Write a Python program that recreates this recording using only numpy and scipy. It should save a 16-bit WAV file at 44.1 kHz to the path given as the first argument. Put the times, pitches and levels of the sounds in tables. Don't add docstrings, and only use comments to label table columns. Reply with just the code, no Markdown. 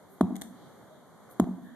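import sys
import numpy as np
from scipy import signal
from scipy.fft import rfft, irfft, next_fast_len
from scipy.io import wavfile
from scipy.ndimage import map_coordinates

SR = 44100
rng = np.random.default_rng(int(sys.argv[2]) if len(sys.argv) > 2 else 0)


def inscribe(sig):
    pcm = np.round(np.clip(np.atleast_2d(sig).T, -1, 1) * 32767)
    wavfile.write(sys.argv[1], SR, pcm.astype(np.int16))


N = 77175


def amp(db):
    return 10 ** (np.asarray(db) / 20)


def unit(x):
    return x / np.sqrt(np.mean(x ** 2) + 1e-20)


def along(points, hz):
    freqs, values = np.transpose(points)
    return np.interp(np.log(hz + 1), np.log(freqs + 1), values)


def since(start_s):
    return np.maximum(np.arange(N) / SR - start_s, 0)


def strike(t, attack_s, t60_s):
    return (1 - np.exp(-(t / attack_s) ** 2)) * np.exp(-np.log(1000) * t / t60_s)


def filtered(x, response):
    size = next_fast_len(N + SR // 2)
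    return irfft(rfft(x, size) * response(np.fft.rfftfreq(size, 1 / SR)), size)[..., :N]


def noise(spectrum):
    return unit(filtered(rng.standard_normal((2, N)), lambda hz: amp(along(spectrum, hz))))


def pulse(spectrum, size=4096):
    cepstrum = irfft(np.log(amp(along(spectrum, np.fft.rfftfreq(size, 1 / SR)))))
    cepstrum[1:size // 2] *= 2
    cepstrum[size // 2 + 1:] = 0
    click = irfft(np.exp(rfft(cepstrum)))
    return click / np.abs(click).max()


# freq_hz, coherence
ROOM_COHERENCE = [(50, 0.23), (300, 0.34), (1200, 1), (2500, 0.1), (10000, 0.052)]

def diffuse(pair):
    def mid_side(hz):
        angle = np.arccos(np.clip(along(ROOM_COHERENCE, hz), -1, 1)) / 2
        return np.array([np.cos(angle), np.sin(angle)])
    mid, side = filtered(pair, mid_side)
    return np.array([mid + side, mid - side])


# freq_hz, level_db
VENT_SPECTRUM = [(25, -43.5), (60, -20), (115, -4), (200, -1.5), (320, -6), (420, -5.5), (700, -6.5),
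                 (1300, -12.5), (2000, -20.5), (3500, -26), (6000, -28), (10000, -27.5), (14000, -36)]

def ventilation(level_db=-56, waver_db=1.31, waver_hz=8):
    knots = rng.standard_normal(int(N * waver_hz / SR) + 4)
    waver = map_coordinates(knots, [since(0) * waver_hz])
    return amp(level_db + waver_db * waver) * unit(diffuse(noise(VENT_SPECTRUM)))


# peak_s, half_length_s, level_db, centre_hz, half_width_octaves
SWISHES = [(0.128, 0.017, -59, 402, .04), (0.135, 0.029, -65, 11000, 0.39),
           (0.628, 0.081, -66.5, 3240, 0.61), (0.948, 0.066, -62.5, 621, 0.056),
           (0.962, 0.061, -72.5, 3590, 0.17), (1.318, 0.013, -58.5, 11300, 0.36),
           (1.71, 0.027, -60, 1735, .1), (1.72, 0.066, -72.5, 3330, 0.19), (1.683, 0.034, -72, 10300, 0.48)]

def clothes():
    out = np.zeros((2, N))
    for peak_s, half_s, db, centre_hz, octaves in SWISHES:
        white = rng.standard_normal((2, N))
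        band = filtered(white, lambda hz: np.exp(-(np.log2((hz + 1) / centre_hz) / octaves) ** 2 / 2))
        swell = np.exp(-((since(0) - peak_s) / half_s) ** 2 / 2)
        out += amp(db) * unit(band) * swell
    return diffuse(out)


# start_s, level_db, t60_s
HAND_TAPS = [(0.3559, -37.5, 0.02), (.3644, -36, 0.017), (0.413, -35, 0.018), (0.4183, -28, 0.014),
             (0.4208, -47.5, 0.023), (1.3117, -50, 0.013)]
# freq_hz, level_db
PALM_SPECTRUM = [(60, -18), (220, 14.5), (500, 7), (1200, -6.5), (2000, 2), (3600, 0.5), (5500, -2),
                 (9000, 4.5), (14000, -7.5)]

def hands(attack_s=0.00025, room_db=-10):
    envelope = sum(amp(db) * strike(since(start_s), attack_s, t60_s) for start_s, db, t60_s in HAND_TAPS)
    smacks = noise(PALM_SPECTRUM) * envelope
    tail = rng.standard_normal((2, N)) * strike(since(0), attack_s=0.0094, t60_s=0.35)
    tail /= np.linalg.norm(tail[0])
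    return smacks + amp(room_db) * signal.fftconvolve(smacks, tail, axes=1)[:, :N]


# delay_s, level_db
WALL_ECHOES = [(.0415, -25), (.0852, -24), (.0962, -14), (.1125, -18), (.1335, -21), (.205, -28)]

def wall_echoes(hit, centre_hz=235, q=1.4):
    def response(hz):
        band = 1j * hz / q / (centre_hz - hz * hz / centre_hz + 1j * hz / q)
        return band * sum(amp(db) * np.exp(-2j * np.pi * hz * delay_s) for delay_s, db in WALL_ECHOES)
    return filtered(hit, response)


# freq_hz, level_db
HALL_SPECTRUM = [(40, -14.5), (100, -5.5), (190, -5.5), (260, -4.5), (450, -12), (750, 1.5), (1500, -9.5),
                 (3500, -5.5), (12000, -6)]
# freq_hz, t60_s
HALL_DECAY = [(60, 0.96), (200, 1.284), (450, .8), (800, 0.69), (3000, 0.51), (12000, 0.32)]

def hall_reverb(hit, send_db=-11, rise_s=0.0062):
    freqs, t, bands = signal.stft(rng.standard_normal((2, N)), SR, nperseg=256)
    decay = np.exp(-np.log(1000) * t / along(HALL_DECAY, freqs)[:, None])
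    tail = signal.istft(bands * decay, SR, nperseg=256)[1][:, :N]
    tail *= 1 - np.exp(-(since(0) / rise_s) ** 2)
    tail /= np.linalg.norm(tail[0])
    tail = diffuse(filtered(tail, lambda hz: amp(along(HALL_SPECTRUM, hz))))
    return amp(send_db) * signal.fftconvolve(hit, tail, axes=1)[:, :N]


# freq_hz, level_db
TURF_SPECTRUM = [(500, -45), (2000, 3.5), (3800, 7.5), (5200, -12), (6500, 2), (11000, 4), (12200, -1.5),
                 (14000, -9)]

def crunch(start_s, delay_s=0.0018, left_lead_s=0.0003823):
    burst = noise(TURF_SPECTRUM)[0] * strike(since(start_s + delay_s), attack_s=0.0005, t60_s=0.016)
    return filtered(burst, lambda hz: np.exp(1j * np.pi * hz * left_lead_s * np.array([[1], [-1]])))


# freq_hz, level_db
COVER_SPECTRUM = [(30, -46), (200, -27.5), (490, -6.5), (650, 4), (830, -4), (1080, -2), (1550, -14),
                  (2000, -19), (2600, -30.5), (5000, -31.5)]

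def slap(start_s, spread_s, delay_s=0.0025):
    def delay_and_soften(hz):
        return np.exp(-2j * np.pi * hz * (start_s + delay_s) - (np.pi * hz * spread_s) ** 2)
    return filtered(pulse(COVER_SPECTRUM), delay_and_soften)


# pitch_hz, level_db
BALL_TONES = [(92, -34), (187, -19.5), (372, -36.5)]

def boom(start_s, delay_s=0.01745, length_s=0.035):
    t = since(start_s + delay_s)
    choke = np.exp(-(t / length_s) ** 4)
    envelope = strike(t, attack_s=0.0021, t60_s=0.25) * choke
    return envelope * sum(amp(db) * np.sin(2 * np.pi * hz * t) for hz, db in BALL_TONES)


def thud(start_s, level_db=-4, end_hz=201.8, drop_hz=266.5, flatten_s=0.003):
    t = since(start_s)
    cycles = end_hz * t + drop_hz * flatten_s * (1 - np.exp(-t / flatten_s))
    return amp(level_db) * strike(t, attack_s=0.0026, t60_s=0.04) * np.sin(2 * np.pi * cycles)


# start_s, level_db, crunch_db, slap_db, contact_spread_s
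BALL_SLAMS = [(0.2082, 0.5, -31.5, -12.5, 0.0001), (1.3965, 0.5, -26.5, -14.5, 0.000083)]

def slams():
    out = np.zeros((2, N))
    for start_s, level_db, crunch_db, slap_db, spread_s in BALL_SLAMS:
        body = thud(start_s) + boom(start_s)
        transient = amp(slap_db) * slap(start_s, spread_s) + amp(crunch_db) * crunch(start_s)
        hit = amp(level_db) * (body + transient)
        out += hit + wall_echoes(hit) + hall_reverb(hit)
    return out


def scene():
    trim_db = [[-0.04], [0.04]]
    return (slams() + hands() + clothes() + ventilation()) * amp(trim_db)


# freq_hz, gain_db
TREBLE_NOTCHES = [(2100, 1), (2380, -9), (2620, -24), (2950, -6), (3300, 2), (4400, -1), (5250, -9.5), (6200, 0.5),
                  (7300, 0.5), (7900, -8), (8600, 0.5), (9800, -0.5), (10400, -8.5), (11200, 3)]

def record(dry, skip_at_s=1.4425, skip_length_s=0.0232, fade_s=0.00015, top_hz=14200):
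    lost = round(skip_length_s * SR)
    ahead = np.pad(dry[:, lost:], ((0, 0), (0, lost)), mode="reflect")
    crossfade = 1 - np.exp(-since(skip_at_s) / fade_s)
    skipped = dry + crossfade * (ahead - dry)
    return filtered(skipped, lambda hz: amp(along(TREBLE_NOTCHES, hz)) * (hz < top_hz))


dry = scene()
out = record(dry)
inscribe(out)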